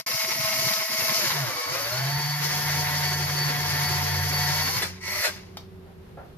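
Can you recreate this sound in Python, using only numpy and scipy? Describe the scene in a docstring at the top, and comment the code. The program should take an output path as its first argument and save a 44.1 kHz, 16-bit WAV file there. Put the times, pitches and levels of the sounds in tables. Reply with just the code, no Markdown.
"""In a small workshop a cordless drill runs light on a metal block in a vise, gears whining, bit skating.
The bit bites, the motor bogs down, then it cuts steadily with a thin squeal; a distant machine starts up.
The trigger is let go and blipped once more, and each time the brake rattles the gears.
A small hard part clicks, and soft knocks on the bench follow over the machine's hum."""
import sys
import numpy as np
from scipy import signal
from scipy.fft import rfft, irfft, next_fast_len
from scipy.io import wavfile
from scipy.ndimage import uniform_filter1d

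SR = 44100
rng = np.random.default_rng(int(sys.argv[2]) if len(sys.argv) > 2 else 0)


def bounce(signal):
    """Save signal as a 16-bit WAV file at the path given by the first command-line argument."""
    frames = np.transpose(np.atleast_2d(signal))
    limited = np.clip(frames, -1, 1)
    pcm = np.round(limited * 32767).astype(np.int16)
    wavfile.write(sys.argv[1], SR, pcm)


N = 280917
TIME = np.arange(N) / SR
FREQ = np.maximum(np.arange(N // 2 + 1) * SR / N, 1)
FREE_HZ, LOADED_HZ, BOGGED_HZ, STALL_HZ = 217.24, 147.2, 143, 106.2  # rotor rates as the load grows
GLIDE_HZ_PER_S = 190  # a change of rotor rate this fast counts as a full glide

# The speed the cut allows with the trigger held. Each row: time in seconds, rotor rate in Hz.
ROTOR_SPEED = [(.15, 215.1), (.55, 214.2), (.75, 215.2), (1.16, 213.3), (1.22, 204), (1.34, 154),
               (1.5, 105), (1.57, 97), (1.69, 97.3), (1.78, 110), (1.89, 118), (2.0, 133.5), (2.13, 143.7),
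               (2.27, 146.5), (2.6, 147.5), (3.0, 147.1), (3.8, 145.8), (4.45, 146), (4.6, 149.3),
               (4.68, 154), (4.8, 170), (5.1, 199), (5.21, 200)]
# The long cut and the blip. Each row: trigger pressed in seconds, let go in seconds.
TRIGGER_PULLS = [(-1, 4.793), (5, 5.232)]
# The colour of the rattle and the skating. Each row: frequency in Hz, level in dB.
RATTLE_COLOUR = [(200, -24), (320, -31), (600, -7.5), (1300, -0.5), (2400, -1.5), (3000, -5), (4000, 6),
                 (8000, -11)]


def drill(spin_up_s=.032, spin_down_s=.17, drift=.001255, judder=.009):
    """One rotor drives whine, rattle and boom; the sag in its speed tells how hard the bit works."""
    # How keenly the bit cuts. Each row: time in seconds, dB over its usual scrape.
    bite = [(.07, 0), (.35, -0.5), (.45, 0.5), (.72, 3), (.86, -3), (1.04, 3), (1.29, 1.5), (1.44, -4.5),
            (1.67, -7.5), (1.77, -3), (1.98, -5), (2.33, -5.5), (2.52, -1), (2.9, -1.5), (3.25, -3.5),
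            (3.68, -2.5), (3.76, 0), (4.28, -3.5), (4.4, 0), (4.8, -0.5)]
    # The edge catches (+) or slips (-) for an instant. Each row: time in seconds, accent in dB.
    catches = [(0.273, -5.5), (.3, 2.5), (.35, -2.5), (.47, 2), (.59, 1), (.72, 0.5), (1.16, 1.5),
               (1.76, 2), (2.0, 1.5), (2.19, 2), (2.45, 2), (2.71, 0), (2.89, 1.5), (3.5, 4), (4.42, 0),
               (4.785, 1.5)]
    held_hz, = curves(ROTOR_SPEED)
    hz = held_hz * np.max([gate(on, off, spin_up_s, spin_down_s) for on, off in TRIGGER_PULLS], axis=0)
    load = np.clip((FREE_HZ - held_hz) / (FREE_HZ - LOADED_HZ), 0, 1)
    stall = np.clip((BOGGED_HZ - held_hz) / (BOGGED_HZ - STALL_HZ), 0, 1)
    shifting = 4 * load * (1 - load)  # peaks at half load
    unsteady = stall + shifting
    turns = np.cumsum(hz * (1 + drift * wander(15.7) + judder * unsteady * wander(44))) / SR
    grabbing = uniform_filter1d(np.clip(-np.gradient(held_hz) * SR / GLIDE_HZ_PER_S, 0, 1), size=4000)
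    # The drill leaves the work between the two pulls.
    lifted = np.interp(TIME, [TRIGGER_PULLS[0][1], TRIGGER_PULLS[1][0]], [0, 1])

    bite_db, = curves(bite)
    catch_db = sum(db * np.exp(-((TIME - s) / .021) ** 2) for s, db in catches)
    gear_db = -32.5 + .6547 * bite_db + catch_db - 2.5 * lifted + trigger_db(.06, .1)
    scrape_db = -30 + .86 * bite_db + .29 * catch_db - 4.5 * lifted + trigger_db(.05, .0837)
    hiss_db = -32.5 + bite_db + .47 * catch_db + 3.5 * lifted + trigger_db(.13, .04)

    whine = gear_whine(turns, gear_db - 2 * shifting, load) * (hz / held_hz) ** 6  # sings once at speed
    rattle = flicker_lows(gear_rattle(turns, gear_db + 2 * grabbing, load))
    rumble = low_rumble(gear_db - 7 * lifted, load)
    boom = bench_boom(np.cumsum(held_hz) / SR) * undb(-9 * unsteady)
    chips = cutting(scrape_db, hiss_db)
    snags = skating(gear_db - 6) * (1 - load) ** 2 * (1 - lifted)
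    return whine + rattle + rumble + boom + chips + snags + squeal(stall) + free_bit()


def trigger_db(attack_s, release_s):
    """Fade in dB: a noise of the drill swells with each pull of the trigger and dies away after it."""
    held = sum(gate(on, off, attack_s, 2 * release_s) ** 2 for on, off in TRIGGER_PULLS)
    return 20 * np.log10(held + 1e-9)


def gear_whine(turns, level_db, load, seats_s=.88, glide_db=-10):
    """Rotor, commutator and planet gears sing; load shifts the weight between sets of teeth."""
    # Each row: multiple of the rotor rate, then relative dB running light, under load and bogged down.
    partials = [(3, -10.5, -20, -16), (3.125, -16, -25, -24), (4, -30, -25, -22), (5, -15.5, -8, -9),
                (6, -13, -14, -17), (6.27, -22, -7, -19), (6.75, -25, -22, -18), (7.03, -21, -16, -19),
                (8.15, -17, -19, -16), (9, -11.5, -27, -17), (9.38, -25, -13, -19), (10, -12, -28, -22),
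                (10.28, -19, -22, -25), (11.28, -18, -12.5, -8), (12.23, -20, -8, -13),
                (13.26, -26, -7.5, -12), (14.33, -30, -17, -17), (15.15, -35, -20, -20),
                (17.3, -30, -19, -22), (22.5, -18, -14, -10), (23.45, -7.5, -19, -13),
                (26.36, -7, -32, -30)]
    # Gear case resonances that make a passing tone flare. Each row: centre in Hz, width in Hz, boost in dB.
    case_peaks = [(610, 140, 5), (1095, 70, 6), (2230, 170, 8)]
    held_hz, = curves(ROTOR_SPEED)
    bogged = np.clip((BOGGED_HZ - held_hz) / 15, 0, 1)
    # The high tones fade in a glide, and partly once the bit finds its seat.
    gliding = uniform_filter1d(np.minimum(abs(np.gradient(held_hz)) * SR / GLIDE_HZ_PER_S, 1), size=1500)
    seated = np.clip((TIME - seats_s) / .1, 0, 1) * (1 - load)
    damping_db = glide_db * np.maximum(gliding, .6 * seated)
    out = 0
    for multiple, light_db, loaded_db, bogged_db in partials:
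        pitch_hz = multiple * held_hz
        mesh_db = light_db + load ** 2 * (loaded_db - light_db) + bogged * (bogged_db - loaded_db)
        flare_db = sum(db / (1 + (2 * (pitch_hz - hz) / width) ** 2) for hz, width, db in case_peaks)
        high = np.clip((pitch_hz - 2200) / 400, 0, 1)
        rough = .49 * (multiple / 6) ** .064  # speed flutter blurs the high tones most
        partial = tone(multiple * turns, rough, flutter_hz=29, lag_rad=.99)
        out = out + partial * undb(mesh_db + flare_db + high * damping_db)
    return out * undb(level_db)


def gear_rattle(turns, level_db, load, throb=.032):
    """Teeth click densely into the housing, a little harder once every rotor turn."""
    # The housing's modes. Each row: pitch in Hz, width in Hz, relative dB running light and under load.
    housing = [(607, 130, 0.5, 6), (894, 52, 8, 6.5), (1060, 63, 7.5, 8), (1540, 190, -3, 2.5),
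               (1760, 180, -24, 6), (2000, 140, 7.5, 8.5), (2230, 160, 10, 5.5), (2690, 130, 7.5, -0.5)]
    # The chuck and slow gears run out of true and pulse the rattle.
    # Each row: multiple of the rotor rate, swing in dB running light and under load.
    wobbles = [(.0787, .6, 1.2), (.115, 1.8, .2), (.1574, 1.3, .3), (.305, .8, .3)]
    light_modes = [(hz, width, db) for hz, width, db, _ in housing]
    loaded_modes = [(hz, width, db) for hz, width, _, db in housing]
    teeth = 0
    for modes, share, trim_db in ((light_modes, 1 - load, -1.75), (loaded_modes, load, 1.13)):
        power = colour(RATTLE_COLOUR) ** 2 + mode_power(modes)
        body = np.sqrt(power / (1 + (560 / FREQ) ** 10) / (1 + (FREQ / 3800) ** 8))
        clicks = patter(body, per_second=7000, spread_db=2.6, wet_db=-.4)
        teeth = teeth + np.sqrt(share) * undb(trim_db) * clicks
    chatter_db = (1.9 - .74 * load) * wander(24)  # a skating bit chatters more
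    wobble_db = sum((light + load * (loaded - light)) * np.cos(2 * np.pi * multiple * turns)
                    for multiple, light, loaded in wobbles)
    return teeth * (1 + throb * np.cos(2 * np.pi * turns)) * undb(level_db + chatter_db + wobble_db)


def flicker_lows(x, below_hz=600, swing_db=7, trim_db=-6):
    """The low flank of a noise comes and goes."""
    lows = through(x, 1 / (1 + (FREQ / below_hz) ** 12))
    return x + lows * (undb(trim_db + swing_db * np.minimum(wander(16), 1)) - 1)


def cutting(scrape_db, hiss_db):
    """Chips tear off in dense tiny slips; brushes and fan hiss above them."""
    # The colours of the scrape and the hiss. Each row: frequency in Hz, level in dB.
    scrape_colour = [(2000, -37), (3000, -5.5), (3600, -13), (4100, -5.5), (4500, 0), (4750, -0.5),
                     (5050, 1), (5350, -2), (5650, -1), (6100, -4.5), (6900, -6.5), (7900, -21.5),
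                     (9300, -13.5), (11000, -21)]
    hiss_colour = [(6000, -51), (8300, -58), (9800, -10.5), (11000, 2.5), (12000, 2), (13200, 3.5),
                   (14500, -5)]
    scrape = patter(colour(scrape_colour), per_second=14000, spread_db=.37, wet_db=2)
    scrape *= undb(scrape_db + 1.33 * wander(21))
    hiss = patter(colour(hiss_colour), per_second=14000, spread_db=.9, wet_db=24)
    hiss *= undb(hiss_db + .68 * wander(27))
    return scrape + hiss


def squeal(stall, rough=.12):
    """Pressed hard, the cutting edge sings in fits at a mode of the bit, raspier near a stall."""
    # The pitch bends with the pressure on the bit. Each row: time in seconds, pitch in Hz.
    bends = [(1.54, 4650), (1.59, 4480), (1.66, 4590), (1.72, 4540), (1.78, 4570), (1.86, 4610),
             (1.91, 4370), (1.952, 4230), (1.975, 4450), (2.02, 4500), (2.3, 4516), (2.45, 4535),
             (2.85, 4532), (3.05, 4513), (4.1, 4518), (4.45, 4520), (4.56, 4458), (4.63, 4485),
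             (4.71, 4460), (4.74, 4335)]
    # The fits of squealing. Each row: start in seconds, end in seconds, level in dB.
    fits = [(1.54, 1.57, -40), (1.62, 1.73, -41), (1.77, 1.86, -38), (1.91, 1.98, -36.5), (1.98, 2.09, -36),
            (2.09, 2.2, -33.5), (2.21, 2.35, -34.5), (2.37, 2.75, -44), (2.76, 2.86, -40),
            (2.92, 2.99, -37), (3.02, 3.15, -33), (3.18, 3.25, -37.5), (3.27, 3.33, -37), (3.33, 3.45, -33),
            (3.45, 3.51, -35.5), (3.55, 3.8, -40), (3.82, 3.96, -33), (4.02, 4.28, -39), (4.31, 4.49, -33),
            (4.51, 4.7, -33.5), (4.72, 4.77, -39)]
    hz = curves(bends)[0] + (5 + 25 * stall) * wander(53)
    envelope = np.sqrt(sum((undb(db) * gate(start, end, .011, .024)) ** 2 for start, end, db in fits))
    sputter = (1 + rough * (wander(25) + 1j * wander(38))) * undb(wander(8.1))
    grip = 1 / (1 + np.exp(3 * (wander(45) - 2)))  # the edge lets go for instants
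    rasp_depth = .3 * stall
    rasp = (1 + rasp_depth * (wander(110) + 1j * wander(110))) / np.sqrt(1 + 2 * rasp_depth ** 2)
    singing = np.exp(2j * np.pi * np.cumsum(hz) / SR)
    return left_leads(singing * envelope * sputter * grip * rasp, lag_rad=1)


def skating(level_db, snag_s=.0032):
    """Before it bites, the bit snags on the metal in short, irregular scrapes."""
    jolts = abs(grains(per_second=35, spread_db=3.3))
    snags = np.minimum(unit(through(jolts, 1 / (1 + 2j * np.pi * FREQ * snag_s))), 4)
    body = colour(RATTLE_COLOUR) / (1 + (650 / FREQ) ** 6)
    return patter(body, per_second=6000, spread_db=2.4, wet_db=-17) * snags * undb(level_db)


def free_bit(level_db=-29.5):
    """Out of the hole, the bit and chuck ring during the last blip."""
    # Their modes. Each row: pitch in Hz, width in Hz, relative level in dB.
    bit_modes = [(1002, 68, -8), (1340, 70, -7), (1960, 62, 3), (2036, 60, 0), (2176, 49, 3.5),
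                 (4370, 200, -1.5), (5560, 100, -1.5)]
    ring = patter(resonances(bit_modes), per_second=4000, spread_db=2.2, wet_db=0)
    return ring * undb(level_db) * gate(*TRIGGER_PULLS[-1], attack_s=.073, release_s=.017)


def brake(clack_db=-16):
    """The spindle lock chatters as the motor is stopped short: a dry clack and the ring of the chuck."""
    # The bursts of chatter. Each row: peak time in seconds, level in dB, swell and fade in seconds.
    bursts = [(4.822, -22, 0.0033, 0.026), (5.254, -17.5, 0.021, 0.022), (5.36, -41, .002, 0.013)]
    # The chuck's modes. Each row: pitch in Hz, width in Hz, relative level in dB.
    chuck_modes = [(570, 240, 3), (1670, 730, 1.5), (1860, 170, -3), (2480, 140, -14), (3480, 160, -1),
                   (4090, 200, 0.5), (4740, 81, 3), (5270, 110, -21), (6000, 160, -22)]
    envelope = sum(undb(db) * np.exp(-np.maximum((s - TIME) / swell, (TIME - s) / fade))
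                   for s, db, swell, fade in bursts)
    chatter = through(grains(per_second=3500, spread_db=1.3), resonances(chuck_modes) + undb(clack_db))
    return workshop(unit(chatter) * envelope, wet_db=-.55, t60=.11)


def low_rumble(level_db, load, swing_db=7):
    """A patchy low rumble under the drill; each low band swells and fades at random."""
    # Each row: centre in Hz, width in Hz, relative dB running light and under load.
    low_bands = [(76.6, 37, -31, -25), (131.6, 42, -16, -13.5), (206.4, 53, -18, -25.5),
                 (264, 39, -28, -25), (366.6, 63, -20, -20), (490, 103, -23, -20.5)]
    out = 0
    for hz, width, light_db, loaded_db in low_bands:
        band = patter(resonances([(hz, width, 0)]) ** 2, per_second=3000, spread_db=1.2, wet_db=-.64)
        swell_db = swing_db * np.minimum(wander(26.7), 1.6)
        out = out + band * undb(light_db + load * (loaded_db - light_db) + swell_db)
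    return out * undb(level_db)


def bench_boom(turns, mode_hz=134.6, width_hz=25.1, gain_db=-27):
    """The rotor's unbalance makes the bench boom when its rate passes through a resonance."""
    shake = through(np.cos(2 * np.pi * turns), resonances([(mode_hz, width_hz, 0)]) ** 2)
    boom = signal.hilbert(shake) * (1 + .17 * (wander(30) + 1j * wander(30)))
    return left_leads(boom, lag_rad=.2) * undb(gain_db)


def click():
    """A small hard part snaps crisply at the vise and settles."""
    # Its contacts. Each row: start in seconds, level in dB, decay in seconds.
    contacts = [(5.5702, -26.5, .003), (5.5765, -37, .004)]
    # Its modes. Each row: pitch in Hz, width in Hz, relative level in dB.
    part_modes = [(745, 98, 3), (1290, 120, 0), (2350, 500, -8), (3230, 280, -4), (3900, 350, 0),
                  (4500, 240, -4), (5250, 240, -5), (5540, 220, -8), (6270, 290, -13), (12900, 2200, -16)]
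    envelope = sum(undb(db) * gate(s, s, .00015, decay) for s, db, decay in contacts)
    ring = unit(through(rng.standard_normal(N), np.sqrt(mode_power(part_modes))))
    return workshop(ring * envelope, wet_db=-4.5, t60=.25)


def knocks(contact_db=-29):
    """Soft handling at the bench: a dull contact and the short ring of bench and vise."""
    # Each row: start in seconds, level in dB, decay in seconds, brightness in Hz, attack in seconds.
    bumps = [(5.85, -51, .05, 1300, .01), (6.171, -33.5, 0.03, 960, 0.005), (6.21, -42, 0.023, 1180, .004)]
    # The modes of bench and vise. Each row: pitch in Hz, width in Hz, relative level in dB.
    bench_modes = [(646, 150, 11), (714, 170, 12), (1260, 150, -2), (1530, 130, -10), (2370, 350, -17)]
    body = resonances(bench_modes) + undb(contact_db)
    out = 0
    for s, db, decay, bright_hz, attack in bumps:
        ring = unit(through(rng.standard_normal(N), body / (1 + (FREQ / bright_hz / 2) ** 4)))
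        out = out + ring * undb(db) * gate(s, s, attack, decay)
    return workshop(out, wet_db=1, t60=.24)


def distant_machine(hum_hz=377):
    """A machine starts with an electrical hum and lifts the room's rumble; its drone swells, then slows."""
    # The swells of the drone's lowest tone. Each row: time in seconds, level in dB.
    swells = [(2.5, -57), (2.62, -43.5), (3.3, -39), (3.52, -58), (3.63, -40), (4.2, -31.5), (5.3, -51.5),
              (5.75, -48), (6.13, -53.5)]
    running = np.clip((TIME - swells[0][0]) / .097 + 1, 0, 1)
    drone_hz = np.interp(TIME, [5.72, 6.144], [91.4, 78.3])
    turns = np.cumsum(drone_hz) / SR
    drone = tone(turns, rough=.19, flutter_hz=14, lag_rad=.22) * undb(curves(swells)[0])
    octave = tone(2 * turns, rough=.52, flutter_hz=30, lag_rad=.18) * undb(-52)
    hum = tone(hum_hz * TIME, rough=.3, flutter_hz=10, lag_rad=.4) * undb(-54.5)
    return running * (drone + octave + hum) + room_air(level_db=-69 + 20 * running)


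def room_air(level_db):
    """A dark, gently wavering room tone, centred in the bass and wide above it."""
    # Its colour. Each row: frequency in Hz, level in dB.
    air_colour = [(25, -14), (60, -6.5), (120, -5.5), (200, -11), (300, -13.5), (430, -12), (550, -21),
                  (1000, -25.5), (2000, -31.5), (4500, -38), (8000, -49.5), (12000, -42.5), (14500, -45)]
    mid, side = through(rng.standard_normal((2, N)), colour(air_colour))
    side = through(side, np.minimum(FREQ / 700 + .04, 1))
    return unit(np.array([mid + side, mid - side])) * undb(level_db + .9 * wander(8.8))


def workshop(x, wet_db, t60):
    """Close walls add a short diffuse tail to the direct sound."""
    t = TIME[:SR // 2]
    tail = rng.standard_normal((2, len(t))) * np.exp(-np.log(1000) * t / t60) * (t > .002)
    tail /= np.sqrt(np.sum(tail ** 2, axis=1, keepdims=True))
    reverb = signal.fftconvolve(x[None], tail, axes=1)[:, :N]
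    return (direct_path(x) + undb(wet_db) * reverb) / np.hypot(1, undb(wet_db))


def direct_path(x, lag_s=.00009):
    """The direct sound reaches the left side first."""
    return np.array([x, through(x, np.exp(-2j * np.pi * FREQ * lag_s))])


def left_leads(wave, lag_rad):
    """A complex tone as a stereo pair, the left side ahead in phase."""
    return np.sqrt(2) * np.real(wave * np.exp(.5j * lag_rad * np.array([[1], [-1]])))


def patter(response, per_second, spread_db, wet_db):
    """A steady, filtered stream of tiny impacts, plus what the walls scatter to each side."""
    direct, left, right = (grains(per_second, spread_db) for _ in range(3))
    return unit(through(direct_path(direct) + undb(wet_db) * np.array([left, right]), response))


def grains(per_second, spread_db):
    """Tiny impacts at random moments and of uneven size."""
    hit = rng.random(N) < per_second / SR
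    return unit(hit * rng.standard_normal(N) * undb(spread_db * np.clip(rng.standard_normal(N), -2, 2)))


def tone(cycles, rough, flutter_hz, lag_rad):
    """A partial of rms 1 whose size and phase flutter, a little differently on each side."""
    flutter = 1 + rough * (wander(flutter_hz) + 1j * wander(flutter_hz))
    sides = np.array([np.exp(1j * rough * wander(flutter_hz / 2)) for _ in range(2)])
    return unit(left_leads(flutter * sides * np.exp(2j * np.pi * cycles), lag_rad))


def wander(rate):
    """A smooth random curve of rms 1 that changes about rate times a second."""
    spectrum = np.exp(-(FREQ / rate) ** 2)[FREQ < 4 * rate]
    real, imag = rng.standard_normal((N // 50, 2))[:len(spectrum)].T
    return unit(irfft(spectrum * (real + 1j * imag), next_fast_len(N))[:N])


def gate(start, end, attack_s, release_s):
    """An envelope that rises from start, holds and dies away after end."""
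    rise = 1 - np.exp(-np.maximum(TIME - start, 0) / attack_s)
    return rise * np.exp(-np.maximum(TIME - end, 0) / release_s)


def duck(x, band, dips, db):
    """Turn one band down for a few short moments."""
    depth = sum(np.exp(-((TIME - s) / half) ** 4) for s, half in dips)
    return x - through(x, band) * (1 - undb(db * depth))


def resonances(modes):
    """Causal response of a few damped modes."""
    return sum(undb(db) / (1 + 1j * hz / width * (FREQ / hz - hz / FREQ)) for hz, width, db in modes)


def mode_power(modes):
    """Power response of modes that add without cancelling."""
    return sum(abs(resonances([mode])) ** 2 for mode in modes)


def colour(points):
    """Gain at each frequency from (Hz, dB) points."""
    hz, db = np.transpose(points)
    return undb(np.interp(np.log(FREQ), np.log(hz), db))


def curves(rows):
    """Each column of a table after the first, joined by straight lines in time."""
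    s, *columns = np.transpose(rows)
    return [np.interp(TIME, s, c) for c in columns]


def through(x, response):
    """Filter by a frequency response."""
    return irfft(rfft(x) * response, N)


def undb(db):
    """Decibels to gain."""
    return 10 ** (np.asarray(db) / 20)


def unit(x):
    """Scale to rms 1."""
    return x / np.sqrt(np.mean(x ** 2))


def scene():
    """Everything at the workbench, over the distant machine."""
    return drill() + brake() + click() + knocks() + distant_machine()


def record(dry, ceiling=.45, top_hz=14550):
    """The two sides differ in colour, the lows dip briefly, peaks are rounded and the top is cut steeply."""
    # The microphone's two sides. Each row: frequency in Hz, left minus right in dB.
    tilt = [(100, -1), (500, -2), (1000, 1.5), (2000, -1.5), (4500, 2), (8000, 7), (12000, -1.5)]
    # Brief dips of the bass and of the low middle. 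Each row: centre in seconds, half length in seconds.
    bass_dips = [(0.196, 0.04), (0.754, 0.016), (0.86, 0.03), (0.97, 0.014), (1.144, 0.016), (1.626, 0.031),
                 (5.247, 0.028)]
    middle_dips = [(.185, 0.049), (0.412, 0.041), (0.478, 0.017), (0.546, 0.017), (0.711, 0.024),
                   (2.322, 0.048), (2.385, 0.023)]
    lean = np.sqrt(colour(tilt))
    hollow = 1 - .39 * resonances([(298, 38, 0)])  # a narrow scoop in the microphone's colour
    # The sound dies away at the very start and cuts back in.
    opening = undb(-3) * np.exp(-TIME / .009) + gate(.062, TIME[-1], .0027, 1)
    heard = through(dry, hollow * np.array([lean, 1 / lean])) * opening
    heard = duck(heard, 1 / (1 + (FREQ / 450) ** 8), bass_dips, db=-28)
    heard = duck(heard, 1 / (1 + ((FREQ - 455) / 115) ** 12), middle_dips, db=-22)
    heard = ceiling * np.tanh(heard / ceiling)
    return signal.sosfilt(signal.ellip(10, .2, 70, top_hz, fs=SR, output="sos"), heard)


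dry = scene()
out = record(dry)
bounce(out)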